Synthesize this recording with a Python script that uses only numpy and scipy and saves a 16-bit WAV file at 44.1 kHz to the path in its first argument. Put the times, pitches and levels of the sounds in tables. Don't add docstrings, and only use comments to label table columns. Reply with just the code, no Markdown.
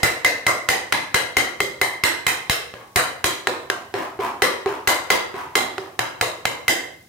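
import sys
import numpy as np
from scipy import signal
from scipy.fft import rfft, irfft, next_fast_len
from scipy.io import wavfile
from scipy.ndimage import uniform_filter1d, minimum_filter1d

SR = 44100
rng = np.random.default_rng(int(sys.argv[2]) if len(sys.argv) > 2 else 0)


def master(y):
    cut = np.clip(np.atleast_2d(y).T, -1, 1)
    pcm = np.round(cut * 32767)
    wavfile.write(sys.argv[1], SR, pcm.astype(np.int16))


N = 312315
LENGTH = 32768
T = np.arange(LENGTH) / SR
HZ = np.fft.rfftfreq(LENGTH, 1 / SR)


def amp(db):
    return 10 ** (np.asarray(db) / 20)


def unit(x):
    return x / np.sqrt(np.mean(x ** 2) + 1e-20)


def sized(x, db):
    return unit(x) * amp(db) * np.sqrt(SR / 20 / LENGTH)


def fade(t60, t=T):
    return np.exp(-np.log(1000) * t / t60)


def along(points, hz):
    f, v = np.transpose(points)
    return np.interp(np.log(hz + 1), np.log(f + 1), v)


def at(curve, s):
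    times, *columns = np.transpose(curve)
    return [np.interp(s, times, column) for column in columns]


def filtered(x, response):
    padded = next_fast_len(x.shape[-1] + SR // 4)
    spectrum = rfft(x, padded) * response(np.fft.rfftfreq(padded, 1 / SR))
    return irfft(spectrum, padded)[..., :x.shape[-1]]


def causal(gain):
    cepstrum = irfft(np.log(gain + 1e-6))
    fold = 1 + np.sign(LENGTH / 2 - np.arange(LENGTH)) * (T > 0)
    return np.exp(rfft(cepstrum * fold))


def add(track, s, sound):
    start = round(s * SR)
    track[:, max(start, 0):start + LENGTH] += sound[..., max(-start, 0):max(N - start, 0)]


# f/Hz, likeness/0-1
STEREO_LIKENESS = [(60, 0.94), (300, 1), (600, 0.65), (1200, 0.16), (3000, 0)]


def diffuse(size):
    def mid_side_gains(hz):
        turn = np.arccos(np.clip(along(STEREO_LIKENESS, hz), -1, 1)) / 2
        return np.array([np.cos(turn), np.sin(turn)])
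    mid, side = filtered(rng.standard_normal((2, size)), mid_side_gains)
    return np.array([mid + side, mid - side])


# f/Hz, relative level/dB per Hz
RUSH_COLOUR = [(20, -48), (40, -32), (60, -5), (80, 0.5), (118, 2.5), (165, -3.5), (400, -10), (1000, -37),
               (2000, -24), (5000, -20), (15000, -27)]


def background(rush_db=-53, sizzle_db=-63, spits=500):
    rush = unit(filtered(diffuse(N), lambda hz: amp(along(RUSH_COLOUR, hz))))
    ticks = (rng.random((2, N)) < spits / SR) * rng.standard_normal((2, N))
    sizzle = unit(filtered(ticks, lambda hz: hz / (hz + 2500)))
    return amp(rush_db) * rush + amp(sizzle_db) * sizzle


# f/Hz, t60/s
KITCHEN_DECAY = [(35, 0.036), (80, .6), (150, 0.4), (420, 0.67), (1100, 0.55), (2900, 0.51), (7700, 0.4),
                 (15000, 0.31)]


def in_kitchen(sound, build_s=.013):
    hz, t, bands = signal.stft(diffuse(LENGTH), SR, nperseg=256)
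    decaying = bands * fade(along(KITCHEN_DECAY, hz)[:, None], t)
    tail = signal.istft(decaying, SR, nperseg=256)[1][:, :LENGTH]
    tail = tail * np.minimum(T / build_s, 1) ** 1.5
    return signal.fftconvolve(np.atleast_2d(sound), unit(tail) / np.sqrt(LENGTH), axes=1)[:, :LENGTH]


def puff(db, depth, pan_db, sub_hz=35):
    port_hz = 99, 140
    pushes = []
    for hz in port_hz:
        ratio = HZ / (hz * (1 + depth))
        low_cut = HZ ** 2 / (HZ ** 2 + sub_hz ** 2)
        pushes.append(unit(irfft(causal(ratio / (1 + ratio ** 3.3) * low_cut))))
    return sized(np.array(pushes) * amp(pan_db * np.array([[.5], [-.5]])), db)


def thud(db, attack=0.0068):
    stove_hz, stove_t60 = 119.9, 0.26
    return sized(np.sin(2 * np.pi * stove_hz * T) * fade(stove_t60) * (1 - np.exp(-T / attack)), db)


# f/Hz, relative level/dB, t60/s before the seal lengthens it
TRAPPED_AIR = [(396, 0, .052), (750, -8, .04), (1050, -12, .03)]


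def pop(db, hardness, attack=0.0053, seal=0.09):
    stretch = 1 + rng.normal(0, 0.017)
    hold = 1 + seal * np.clip(-hardness, 0, 6)
    air = np.zeros(LENGTH)
    for hz, level, t60 in TRAPPED_AIR:
        air += amp(level) * np.sin(2 * np.pi * hz * stretch * T) * fade(t60 * hold)
    return sized(air * (1 - np.exp(-T / attack)), db)


def rim_ring(db, hz, split=0.049, free_hz=2095):
    phase = rng.normal(0, 0.54, (2, 1))
    upper = np.sin(2 * np.pi * hz * T + phase)
    lower = .35 * np.sin(2 * np.pi * hz * (1 - split) * T - phase)
    linger = amp(-29) * np.sin(2 * np.pi * free_hz * T + phase) * fade(.7)
    onset = 1 - np.exp(-T / .0005)
    return sized(((upper + lower) * fade(.048) + linger) * onset, db)


# f/Hz, relative level/dB per Hz
CLASH_COLOUR = [(30, -21), (80, -7), (200, -4), (330, 2.5), (550, 4.5), (850, 2), (1300, 1), (1900, 2.5),
                (2600, -0.5), (3600, -9), (5500, -10), (9000, -15), (10300, -19.5), (15500, -28)]
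# centre f/Hz, width/Hz, level/dB over the clash colour
TUMBLER_WALL = [(2050, 57, -12), (3120, 163, 3.5), (3975, 207, 9), (4980, 68, 4.5), (6520, 110, -1),
                (6810, 74, 3.5), (7900, 140, 2.5), (8940, 130, 4.5), (9380, 180, 1), (11100, 250, 2.5),
                (11970, 510, 6.5), (12450, 140, 3), (14300, 150, 12), (14600, 360, -18)]
# centre f/Hz, width/Hz, level/dB over the clash colour
LOADED_GRIDDLE = [(340, 22, 1), (475, 25, 1), (505, 20, 3), (720, 35, 0), (760, 25, 1), (975, 50, 2),
                  (1070, 30, 3), (1184, 35, 0), (1400, 70, -1), (1660, 70, 1.5)]


def steel_colour(hardness, grip=0.0019):
    hz, width, db = np.transpose(TUMBLER_WALL + LOADED_GRIDDLE)[:, :, None]
    hz = hz * (1 + grip * rng.standard_normal(hz.shape))
    level = amp(db + rng.standard_normal(hz.shape))
    peaks = level ** 2 / (1 + (2 * (HZ - hz) / width) ** 2)
    tilt_db = hardness * np.log2(np.hypot(1, HZ / 1900))
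    colour = amp(along(CLASH_COLOUR, HZ) + tilt_db) * np.sqrt(1 + peaks.sum(0))
    middle = colour[(HZ > 1000) & (HZ < 3500)]
    return colour / np.sqrt(np.mean(middle ** 2))


def clash(db, colour):
    landing = unit(T == 0)
    chatter = unit(rng.standard_normal((2, LENGTH)) * fade(.02))
    return irfft(rfft(sized(landing + chatter, db)) * causal(colour))


def crack(db, colour, low_hz=900, centre_hz=1700):
    touches = np.zeros(LENGTH)
    touches[0] = -1
    touches[round(SR * rng.uniform(.0006, .0016))] = -.7
    ratio = HZ / centre_hz
    touches = irfft(rfft(touches) * causal(np.sqrt(ratio) / (1 + ratio ** 2)))
    splinters = rng.standard_normal((2, LENGTH)) * fade(.022)
    force = amp(-6) * unit(touches) + unit(splinters)
    small_source = HZ / (HZ + low_hz)
    return sized(irfft(rfft(force) * causal(colour * small_source)), db)


def buried(depth):
    return np.clip(depth, 0, 1) ** 5.1


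# t/s, strength level/dB, depth of food under the rim/0-1,
# puff of air level/dB, puff left minus right/dB
STROKES = [(-0.19, -23, 0, -45, 0), (0.0315, -22, 0.11, -25.5, -12), (0.247, -22.5, 0.2, -43, 27),
           (0.4663, -23, 0.13, -34, -14), (0.688, -21, 0.17, -38.5, 9), (0.924, -21, 0.31, -41.5, 36),
           (1.144, -20.5, 0.19, -28.5, -15), (1.368, -22.5, 0.12, -37, 6), (1.6035, -26, 0.21, -41, 10),
           (1.8144, -24, .17, -41, 13), (2.037, -23, 0.04, -32.5, -16), (2.2665, -24.5, .02, -36.5, -14),
           (2.4969, -25, .02, -29, -2.5), (2.739, -33, 0.82, -48, 1), (2.9596, -21, 0.09, -30, -7),
           (3.2422, -22.5, 0.07, -34.5, 9), (3.4712, -22, 0.46, -53, 2), (3.7002, -25.5, 0.54, -58, 0),
           (3.94, -17.5, 0.89, -46, -2), (4.191, -20, 0.96, -46, -7), (4.4203, -19.5, 0.18, -39, 16),
           (4.66, -20.5, 0.86, -42, 3), (4.8742, -20.5, 0.08, -35.5, 19), (5.1027, -18, 0.27, -45, 18),
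           (5.342, -25.5, 0.91, -46, -2), (5.554, -20, 0.22, -45, 9), (5.7811, -28, 0.74, -54, -5),
           (5.9917, -23, 0.45, -41, -10), (6.2116, -23, 0.19, -38, -2), (6.454, -24.5, 0.3, -38, -2),
           (6.681, -24.5, 0, -42, 12)]
# f/Hz, relative level/dB per Hz
WET_COLOUR = [(100, -42.5), (270, 4), (500, -4.5), (1000, 10.5), (1500, -0.5), (2200, -4), (4000, -15.5),
              (8000, -21.5), (15000, -25.5)]


def squelching(bursts=1500, spread=0.66, flutter_db=4.5, room_db=3):
    base_db, buried_rise_db = -20, 13
    peak_s, half_s = 0.049, 0.039
    track = np.zeros((2, N))
    for s, strength_db, depth, *_ in STROKES:
        grains = (rng.random(LENGTH) < bursts / SR) * rng.standard_normal(LENGTH)
        grains = grains * rng.lognormal(0, spread, LENGTH)
        mush = unit(irfft(rfft(grains) * causal(amp(along(WET_COLOUR, HZ)))))
        flutter = unit(uniform_filter1d(rng.standard_normal(LENGTH), size=400))
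        spurts = amp(flutter_db * flutter)
        swell = np.exp(-((T - peak_s) / half_s) ** 2)
        level = amp(strength_db + base_db + buried_rise_db * buried(depth))
        squelch = level * mush * spurts * swell
        add(track, s, squelch + amp(room_db) * in_kitchen(squelch))
    return track


# t/s, level/dB over the clash before food chokes it, f/Hz
RING_CURVE = [(0, 3.5, 2040), (.25, 8.5, 2050), (.92, 1, 2052), (1.37, 6.5, 2090), (1.81, 6, 2050),
              (2.5, 1, 2087), (3.24, -4, 2056), (3.7, 5, 1560), (4.42, 1.5, 2016), (4.87, -0.5, 2030),
              (5.1, 3, 2060), (6.21, -3, 2092), (6.68, 5.5, 2050)]
# t/s, hollow pop level/dB relative to the strength
SEAL_CURVE = [(0, -11), (.69, -28), (1.6, -2.5), (2.5, -25), (2.96, -10.5), (3.94, -9.5), (4.66, -2),
              (4.87, -10), (5.55, -9), (5.78, -4.5), (5.99, -20), (6.68, -36)]
# t/s, thud level/dB relative to the strength
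STOVE_CURVE = [(0, -22), (2.5, -23.5), (3.7, -26.5), (4.87, -28.5), (5.55, -38), (5.99, -15), (6.68, -20)]


def chopping(clash_room_db=11.5, ring_room_db=-4, crack_room_db=-10, low_room_db=-8):
    cushion_db = 17
    bare_tilt_db, food_tilt_db = 4, 9.5
    crack_db, choke_full_db = 4.5, 37
    track = np.zeros((2, N))
    for s, strength_db, depth, puff_db, pan_db in STROKES:
        ring_db, ring_hz = at(RING_CURVE, s)
        seal_db, = at(SEAL_CURVE, s)
        stove_db, = at(STOVE_CURVE, s)
        hardness = bare_tilt_db - food_tilt_db * depth
        clash_db = strength_db - cushion_db * depth
        choke_db = choke_full_db * buried(depth)
        colour = steel_colour(hardness)
        edge = crack(strength_db + crack_db - choke_db, colour)
        ring = rim_ring(clash_db + ring_db - choke_db, ring_hz)
        low = puff(puff_db, depth, pan_db)
        low = low + thud(strength_db + stove_db) + pop(strength_db + seal_db, hardness)
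        outward = amp(clash_room_db) * clash(clash_db, colour) + amp(crack_room_db) * edge
        outward = outward + amp(ring_room_db) * ring + amp(low_room_db) * low
        add(track, s, edge + ring + low + in_kitchen(outward))
    return track


def scene():
    return chopping() + squelching() + background()


# f/Hz, left minus right level/dB
PORT_COLOUR = [(60, 1), (150, -0.5), (380, -1.5), (900, -1), (2400, 0.8), (4000, -0.5), (6000, -4.5),
               (9000, 4.5), (15000, 7)]


def record(dry, ceiling=0.8, top_hz=15900):
    x = filtered(dry, lambda hz: amp(along(PORT_COLOUR, hz) * np.array([[.5], [-.5]])))
    needed = np.minimum(1, ceiling / (np.abs(x).max(0) + 1e-9))
    gain = uniform_filter1d(minimum_filter1d(needed, size=61), size=45)
    return filtered(x * gain, lambda hz: np.clip((top_hz - hz) / 300 + .5, 0, 1))


dry = scene()
out = record(dry)
master(out)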